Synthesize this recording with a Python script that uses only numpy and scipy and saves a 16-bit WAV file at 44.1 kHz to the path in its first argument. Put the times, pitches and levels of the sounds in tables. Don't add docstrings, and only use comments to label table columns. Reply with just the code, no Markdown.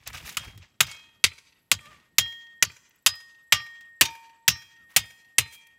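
import sys
import numpy as np
from scipy import signal
from scipy.fft import rfft, irfft, next_fast_len
from scipy.io import wavfile
from scipy.ndimage import uniform_filter1d

SR = 44100
rng = np.random.default_rng(int(sys.argv[2]) if len(sys.argv) > 2 else 0)


def to_wav(sig):
    pcm = np.clip(np.atleast_2d(sig), -1, 1) * 32767
    pcm = np.round(pcm).astype(np.int16)
    wavfile.write(sys.argv[1], SR, pcm.T)


N = 255118
TIME = np.arange(N) / SR


def amp(db):
    return 10 ** (np.asarray(db) / 20)


def rms_one(x):
    return x / np.sqrt(np.mean(x ** 2) + 1e-20)


def in_time(rows):
    times, *columns = np.transpose(rows)
    return [np.interp(TIME, times, column) for column in columns]


def at_hz(points, hz):
    frequencies, values = np.array(points).T
    return np.interp(np.log(hz), np.log(frequencies), values)


def band(x, low_hz, high_hz):
    edges = [low_hz, min(high_hz, .45 * SR)]
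    return signal.sosfilt(signal.butter(2, edges, "band", fs=SR, output="sos"), x)


def drift(rate_hz):
    knots = rng.standard_normal(int(N / SR * 100) + 2)
    r = np.exp(-2 * np.pi * rate_hz / 100)
    slow = signal.lfilter([1], [1, -r], np.tile(knots, 2))[len(knots):]
    return np.interp(TIME * 100, np.arange(len(knots)), rms_one(slow))


CENTRES = 220 * 2 ** np.arange(0, 6.4, 1 / 3)


def bands(source):
    size = next_fast_len(N)
    spectrum = rfft(source, size)
    steps = 3 * np.log2(np.arange(1, size // 2 + 2) * SR / size)
    masks = [np.cos(np.pi / 2 * np.clip(steps - 3 * np.log2(hz), -1, 1)) ** 2 for hz in CENTRES]
    return [(hz, irfft(spectrum * mask, size)[:N]) for hz, mask in zip(CENTRES, masks)]


STONE_T60_S = 0.007


def grains(per_s, spread_db, bed):
    sizes = amp(spread_db * np.minimum(rng.exponential(1, N), 4)) * rng.choice([-1, 1], N)
    clicks = sizes * (rng.random(N) < per_s / SR) + 1e-18
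    pitches_hz = np.linspace(500, 15500, 56) + rng.uniform(-120, 120, 56)
    dealt = rng.integers(0, 56, N)
    r = amp(-60 / (STONE_T60_S * SR))
    rings = 0
    for k, hz in enumerate(pitches_hz):
        resonator = [1, -2 * r * np.cos(2 * np.pi * hz / SR), r * r]
        rings = rings + signal.lfilter([1, 0, -1], resonator, clicks * (dealt == k))
    return rms_one(rms_one(rings) + .5 * rms_one(clicks) + bed * rng.standard_normal(N))


# (time [s], level [dB])
WIND = [(0.0, -79), (0.29, -55.5), (0.5, -80), (0.8, -70), (1.7, -76), (1.88, -60.5), (2.05, -73),
        (3.5, -77), (4.5, -78.5), (4.9, -72.5), (5.78, -75)]
# (time [s], level [dB], half length [s])
GUSTS = [(.005, -52, 0.0074), (0.096, -47, 0.033), (0.16, -44, 0.02), (0.234, -43, 0.025), (0.41, -55, .03),
         (0.479, -39.5, 0.02), (0.582, -45.5, 0.048)]
# (frequency [Hz], gain [dB])
AIR = [(150, -49), (250, -7.5), (1440, -16), (3230, -15), (6000, -24), (11400, -28), (15100, -27),
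       (16500, -41)]
AIR_DB = -77


def air():
    rumble = rms_one(band(rng.standard_normal(N), 30, 230))
    buffet = band(rng.standard_normal(N), 41, 101)
    buffet = buffet / np.sqrt(uniform_filter1d(buffet ** 2, size=1500) + 1e-12)
    swells = sum(amp(db) * np.exp(-((TIME - s) / half) ** 2) for s, db, half in GUSTS)
    hiss = sum(amp(at_hz(AIR, hz)) * part for hz, part in bands(rng.standard_normal(N)))
    rumble_level = amp(in_time(WIND)[0] + 2.0 * drift(4.1))
    return rumble_level * rumble + swells * buffet + amp(AIR_DB) * rms_one(hiss)


# (frequency [Hz], half width [Hz], throb rate [1/s])
CRICKET = (7780, 220, 26.5)
# (time [s], level [dB])
CRICKET_SWELL = [(0.0, -86), (1.5, -87), (2.4, -84), (3.6, -77), (4.4, -80), (5.78, -86)]
# (frequency [Hz], width [Hz], level [dB])
BUZZ = (11600, 1400, -84)
# (time [s], level [dB], 7 dB above the tick's envelope)
TICKS = [(2.552, -76), (2.7601, -64), (2.825, -66), (2.8913, -51.5), (2.9567, -54), (3.022, -59),
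         (3.1512, -43), (3.2176, -66), (3.282, -63)]


def insects():
    hz, half_hz, throbs = CRICKET
    throb = np.clip(.8 + np.sin(2 * np.pi * throbs * TIME + .6 * drift(2)), .45, None)
    trill_level = amp(in_time(CRICKET_SWELL)[0] + 1.5 * drift(3))
    trill = rms_one(throb * band(rng.standard_normal(N), hz - half_hz, hz + half_hz))
    hz, width_hz, level_db = BUZZ
    buzz_level = amp(level_db + 3.0 * drift(1.8) + 2.0 * drift(30))
    buzz = rms_one(band(rng.standard_normal(N), hz - width_hz / 2, hz + width_hz / 2))
    gate = sum(amp(db - 7) * np.exp(-((TIME - s - .004) / 0.0032) ** 2) for s, db in TICKS)
    ticks = gate * rms_one(band(rng.standard_normal(N), 13300, 18900))
    return trill_level * trill + buzz_level * buzz + ticks


# (loudest time [s], level [dB], rise [s], fall t60 [s], brightness near 6.4 kHz [dB], sheen from 11 kHz up [dB])
SCUFFS = [(.03, -54.5, 0.051, 0.41, -3, -16), (0.077, -34, 0.011, 0.049, 8, -24),
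          (.102, -32.5, 0.0057, 0.034, -16, -7), (.152, -31, 0.023, 0.49, -0.5, -7),
          (0.271, -33, 0.02, 0.18, 0.5, -3), (0.329, -44.5, 0.037, 0.1, 8, 5),
          (0.429, -36.5, 0.035, 0.45, -2, -10.5), (0.629, -49.5, 0.017, 0.29, 1.5, -37),
          (0.893, -37, 0.027, 0.17, 4.5, -10), (.94, -45.5, 0.013, 0.34, 3, -19),
          (1.041, -57.5, 0.022, 0.54, 3.5, -23.5), (1.919, -46.5, 0.089, 0.46, -6.5, -19),
          (4.911, -49, 0.021, 0.9, -6.5, -4), (5.54, -50, 0.025, 0.15, 11.5, 10.5)]
# (frequency [Hz], gain [dB])
GRIT = [(200, -16.5), (500, -9.5), (900, -5.5), (1500, -3), (2500, 0.5), (4000, -7), (6400, -8.5),
        (9000, -12), (12000, -9), (16000, -10.5)]


def gravel():
    s, level_db, rise, t60, bright_db, sheen_db = np.transpose(SCUFFS)[:, :, None]
    since = TIME - s
    shapes = np.where(since < 0, np.exp(-(since / rise) ** 2), amp(-60 * np.abs(since) / t60))
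    out, clumps = np.zeros(N), drift(35)
    for hz, part in bands(grains(5000, 2.8, bed=.8)):
        tip_db = bright_db * at_hz([(2000, 0), (6400, 1), (11000, 0)], hz)
        tip_db = tip_db + sheen_db * at_hz([(6400, 0), (11000, 1)], hz)
        envelope = amp(level_db + tip_db)[:, 0] @ shapes
        out += amp(at_hz(GRIT, hz) + 0.66 * drift(15)) * envelope * part
    return amp(2.9 * clumps) * out


# (time [s], level [dB], 4 dB above the knock's starting rms, tick against knock [dB])
STONES = [(0.0348, -54, -13), (0.0749, -31, 10.5), (0.1306, -39, -8), (0.171, -36, -9), (0.2498, -51, -8),
          (0.2927, -29, 1), (0.5761, -44.5, 3), (0.629, -64, -17), (0.8683, -36.5, 1), (0.9141, -31, -19),
          (1.3854, -46.5, -14), (1.4494, -66, -8), (1.5994, -77, 0.5), (3.8094, -48, 0.5),
          (5.5222, -55, -8), (5.5444, -57, -19.5), (5.6708, -62, 16)]


def stones():
    out, t = np.zeros(N), np.arange(int(.04 * SR)) / SR
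    noise = rng.standard_normal((len(STONES), len(t)))
    for (s, level_db, treble_db), puff in zip(STONES, noise):
        at = round(s * SR)
        knock = rms_one(band(puff, 1400, 7400)) * amp(-60 * t / 0.062)
        tick = rms_one(band(puff, 4500, 22300)) * amp(treble_db - 60 * t / 0.019)
        out[at:at + len(t)] += amp(level_db - 4) * (knock + tick)
    return out


# (time [s], crunch level [dB], 1.5 dB above its rms over 10 ms,
# colour at the six COLOUR_HZ [dB], crunch length [s], rattle [dB],
# thud level [dB], thud's early weight [dB], thud length [s])
BLOWS = [(0.3695, -21.5, -9.5, 4, 6.5, 1.5, -3, 2.5, 0.0034, -14, -45.5, 10.5, 0.04),
         (0.8051, -9.5, -12.5, -0.5, 8, -3, -9, -0.5, 0.0046, -14.5, -36, 7, 0.022),
         (1.24, -8.5, -7.5, -4.5, -3.5, -3.5, -5, -2.5, 0.0041, -14, -43, 20, 0.038),
         (1.715, -10, 0.5, 6.5, 1, 2, 1, 1.5, 0.0021, -20, -39, -5, 0.053),
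         (2.183, -9, -5, 0.5, 5, 0.5, -2.5, 3, 0.0033, -16, -40, 1.5, 0.06),
         (2.6247, -9, -1.5, -1.5, 5, -4.5, -5, -2, 0.0019, -23, -42, 13.5, 0.047),
         (3.0622, -9, -10.5, 5, 5, -0.5, 1, 0.5, 0.0084, -15.5, -50.5, -3, 0.061),
         (3.523, -8, -18, -1.5, -2, -2, -6, -6.5, 0.0018, -9.5, -40, 9.5, 0.03),
         (4.0102, -7.5, 7.5, 3.5, -1, 2, -6.5, -1.5, 0.0062, -9.5, -39, 13, 0.016),
         (4.4794, -9, -9, 6, 2.5, 2.5, -1, 3, 0.0029, -12, -35, 3, 0.032),
         (4.9627, -9, -14.5, 0, -0.5, 0.5, -8.5, 2.5, 0.0056, -13.5, -37.5, 10.5, 0.036),
         (5.3829, -9.5, -6.5, 1, 5, 1.5, -10, 3, 0.0044, -14.5, -40, 4.5, 0.035)]
# (time [s], crunch level [dB], as in BLOWS)
BOUNCE = [(4.0527, -32)]
COLOUR_HZ = [300, 800, 1400, 3200, 4500, 9500]
# (frequency [Hz], gain [dB])
CRUNCH = [(150, -42), (250, -12.5), (656, -18.5), (2090, -5.5), (3120, -1), (4200, -2), (7900, -5),
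          (9750, -14.5), (12000, -11), (15700, -17.5), (16500, -29.5)]
# (frequency [Hz], t60 [s])
CRUNCH_T60 = [(300, 0.13), (1000, .12), (3000, 0.14), (8000, 0.1), (15000, 0.083)]


def crunch():
    out, size = np.zeros(N), int(.3 * SR)
    t = np.arange(size) / SR
    hits = [row[:10] for row in BLOWS]
    hits += [(*BOUNCE[0], -3, 3, 0, 0, 0, 1.5, .006, -8)]
    slices = bands(grains(9000, 3.3, bed=0.72))
    patches = rng.normal(0, 2.0, (len(hits), len(slices)))
    for (s, level_db, *tint_db, length, rattle_db), patch in zip(hits, patches):
        at, burst = round(s * SR), np.zeros(size)
        colours = sorted([*zip(COLOUR_HZ, tint_db), (2100, 0)])
        for (hz, part), patch_db in zip(slices, patch):
            gain = amp(at_hz(CRUNCH, hz) + at_hz(colours, hz) + patch_db)
            late = np.clip(t - 0.00087 * np.clip(2000 / hz - 1, 0, 4), 0, None)
            onset = 1 - np.exp(-late / 0.0001)
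            after = np.clip(late - length, 0, None)
            crack = amp(-60 * after / 0.033)
            rattle = amp(rattle_db - 60 * after / at_hz(CRUNCH_T60, hz))
            burst += gain * onset * (crack + rattle) * part[at:at + size]
        early_rms = np.sqrt(np.mean(burst[:int(.01 * SR)] ** 2))
        out[at:at + size] += amp(level_db - 1.5) * burst / early_rms
    return out


# (frequency [Hz], t60 [s])
PLATE = [(608, .2), (915.8, 1.0), (1190, .28), (1537, .3), (1855.8, 1.6), (2166, .25), (2309, .7),
         (2368, .6), (2445, .6), (2525, .6), (2823, .17), (2907, .3), (3239.5, .58), (3601, .27),
         (3725, .25), (4060, .33), (4513, .22), (4845, .25), (5013, .36), (5502, .27), (6055, .2),
         (6478, .18)]
LEADING = [1, 2, 4, 6, 7, 8, 9, 10, 12, 13, 15, 18, 19, 20]
# (lift of the minor modes [dB], then the level of each leading mode [dB])
RING = [(-8, -70, -75, -70, -80, -78, -79, -77, -61, -41, -51, -89, -55, -59, -60),
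        (3, -58.5, -51, -63, -72, -56, -82, -52, -56, -43, -39, -65, -40, -50, -42.5),
        (-8, -64.5, -52, -66, -72, -82, -53.5, -56, -69, -58, -74, -41.5, -57, -65, -77),
        (-10, -66, -56, -55.5, -78, -79, -91, -62, -55, -47, -58, -52.5, -68, -64, -71),
        (0, -59, -54.5, -37, -91, -80, -84, -81, -28.5, -24, -75, -38, -44.5, -37.5, -51.5),
        (-2, -70, -47, -61.5, -68, -90, -90, -56.5, -43, -51, -53.5, -47, -47, -46, -52),
        (0, -71, -42.5, -42, -81, -81, -88, -65, -65, -45.5, -74, -40.5, -26.5, -46.5, -64),
        (8, -61, -28.5, -35, -52, -58, -74, -58, -25.5, -35, -42.5, -36, -36, -29.5, -42.5),
        (12, -36, -45, -53, -47, -40.5, -39.5, -56, -46.5, -44, -34.5, -46, -40.5, -44, -34),
        (2, -60, -41, -45, -51, -80, -47, -74, -46.5, -50.5, -54, -37.5, -39.5, -25.5, -27.5),
        (3, -64, -58, -45.5, -65, -81, -82, -47, -35, -42, -36.5, -62, -40, -64, -54.5),
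        (0, -59, -48.5, -50, -48, -46.5, -62, -46.5, -32.5, -54.5, -38.5, -35.5, -46.5, -68, -64)]
MINOR_DB = [-64, -57.5, -52, -62.5, -68.5, -45.5, -66.5, -51]
MINOR_SPREAD_DB = 4.5
# (place in PLATE, from 0, gap below it [Hz], sign at the blow)
TWINS = [(1, 5.5, -1), (4, 2.55, 1), (12, 3.4, 1)]
# (first [dB], second [dB], third [dB])
TWIN_SHARE = [(2, -10, -25), (-12, -20, -25), (-10, -15, -10), (-12, -20, -18), (-5, -20, -25),
              (0, -18, -10), (4, -25, -18), (-15, -22, -4), (-14, -20, -13), (3, -1, -20), (-10, -10, -20),
              (1, -.4, -20)]
# (frequency [Hz], level [dB], t60 [s])
BOUNCE_RING = [(3700, -28.5, 0.098), (5700, -34, 0.13), (6478, -33, 0.1), (8100, -36, 0.048)]
# (time [s], frequency [Hz], level [dB], t60 [s])
GRAZES = [(.88, 3239, -40, 0.64), (.88, 2210, -33.5, 0.24), (.92, 2525, -46, 0.56), (.93, 4060, -52, 0.41),
          (.97, 1855, -68, 1.9), (4.58, 3239, -49, .6), (4.58, 2525, -54, .5), (5.5, 3239, -45, .6),
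          (5.53, 2363, -45.5, 0.45), (5.53, 2445, -57, 0.71)]


def mode(t, hz, level_db, t60):
    return amp(level_db - 60 * t / t60) * np.sin(2 * np.pi * hz * t)


def plate():
    out = np.zeros(N)
    starts = [round(row[0] * SR) for row in BLOWS] + [N]
    minor = [k for k in range(len(PLATE)) if k not in LEADING]
    luck = rng.standard_normal((len(BLOWS), len(minor)))
    for (lift_db, *leading_db), chance, shares, a, b in zip(RING, luck, TWIN_SHARE, starts, starts[1:]):
        t, levels = np.arange(b - a) / SR, np.zeros(len(PLATE))
        levels[LEADING] = leading_db
        levels[minor] = lift_db + np.array(MINOR_DB) + MINOR_SPREAD_DB * chance
        ring = sum(mode(t, hz, level_db, t60) for (hz, t60), level_db in zip(PLATE, levels))
        for (k, gap_hz, sign), share_db in zip(TWINS, shares):
            hz, t60 = PLATE[k]
            ring = ring + sign * mode(t, hz - gap_hz, levels[k] + share_db, t60)
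        out[a:b] = ring * (1 - np.exp(-t / 0.0015))
    since = np.clip(TIME - BOUNCE[0][0], 0, None)
    out += sum(mode(since, hz, level_db, t60) for hz, level_db, t60 in BOUNCE_RING)
    for s, hz, level_db, t60 in GRAZES:
        a = round(s * SR)
        b = min(start for start in starts if start > a)
        t = np.arange(b - a) / SR
        out[a:b] += (1 - np.exp(-t / .025)) * mode(t, hz, level_db, t60)
    return out


def thud():
    out, t = np.zeros(N), np.arange(int(.3 * SR)) / SR
    soil = rms_one(band(rng.standard_normal(N), 63, 130))
    boom = np.sin(2 * np.pi * np.cumsum(92 + 75 * np.exp(-t / 0.013)) / SR)
    for s, *_, level_db, early_db, length in BLOWS:
        at = round((s + .006) * SR)
        early = early_db * np.exp(-(t / 0.0027) ** 2)
        stop = -60 * np.clip(t - length, 0, None) / 0.03
        shape = (1 - np.exp(-t / 0.00043)) * amp(early + stop)
        tail = 1.4 * (1 - np.exp(-t / 0.0054)) * soil[at:at + len(t)] * amp(-60 * t / 0.24)
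        out[at:at + len(t)] += amp(level_db) * (shape * boom + tail)
    return out


# (delay [s], level [dB], smear [s], loss at 6 kHz [dB], loss at 11 kHz [dB])
ECHOES = [(.075, -54, 0.0026, 27, 20), (0.093, -64, 0.0044, 9, 10), (0.141, -60, 0.0028, 7.5, 12.5),
          (.232, -76, .025, 2.5, 17.5), (0.284, -68, 0.0022, 13.5, 20), (.024, -48.5, .003, -2.5, 8),
          (0.334, -80.5, .03, 12, 22)]
SCATTER_DB, SCATTER_RISE_S = -65, 0.12
# (frequency [Hz], t60 [s])
SCATTER_T60 = [(300, 0.3), (1000, 1), (3000, 0.64), (6000, .6), (11000, 0.54)]
# (frequency [Hz], gain [dB])
FIELD_COLOUR = [(300, 3.5), (1000, 4.5), (2500, -2), (5000, 3)]


def field(x):
    size = int(.7 * SR)
    t, response = TIME[:size], np.zeros(size)
    for hz, part in bands(rng.standard_normal(N)):
        rise = np.clip(t / SCATTER_RISE_S, 0, 1) ** 2
        power = (amp(SCATTER_DB - 60 * t / at_hz(SCATTER_T60, hz)) * rise) ** 2
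        for delay, level_db, smear, mid_db, top_db in ECHOES:
            loss_db = at_hz([(2500, 0.0061), (6000, mid_db), (11000, top_db)], hz)
            power += (amp(level_db - loss_db) * np.exp(-((t - delay) / smear) ** 2)) ** 2
        response += amp(at_hz(FIELD_COLOUR, hz)) * np.sqrt(power) * part[:size]
    return signal.fftconvolve(x, response)[:N]


# (time [s], second harmonic [Hz], level [dB])
CROW = [(1.8, 1319, -82), (1.81, 1222, -60), (1.86, 1152, -55), (1.9, 1263, -51), (1.916, 1197, -54),
        (1.984, 1144, -69), (2.0, 1280, -68), (2.1, 1188, -82)]
# (time [s], frequency [Hz], level [dB])
WHISTLE = [(4.76, 1190, -86), (4.778, 1335, -78), (4.804, 1410, -72), (4.86, 1177, -74),
           (4.87, 1107, -92.5)]


def call(rows, harmonics, rough_db):
    hz, level_db = in_time(rows)
    phase = 2 * np.pi * np.cumsum(hz) / SR
    fade = np.clip(np.minimum(TIME - rows[0][0], rows[-1][0] - TIME) / 0.017, 0, 1)
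    voice = sum(amp(db) * np.sin(k * phase) for k, db in harmonics)
    return np.sqrt(2) * amp(level_db + rough_db * drift(40)) * fade * voice


def scene():
    birds = call(CROW, [(.5, -14), (1, -2.0), (1.5, -8), (2, -14)], rough_db=3.5)
    birds += call(WHISTLE, [(1, 0.012)], rough_db=0.53)
    blows = crunch()
    struck = blows + field(blows) + plate() + thud()
    return (struck + gravel() + stones() + air() + insects() + birds)[None]


CUTOFF_HZ = 17000


def record(dry):
    x = signal.sosfilt(signal.butter(3, 52, "high", fs=SR, output="sos"), np.tanh(dry))
    return signal.sosfilt(signal.cheby2(14, 80, CUTOFF_HZ, fs=SR, output="sos"), x)


dry = scene()
out = record(dry)
to_wav(out)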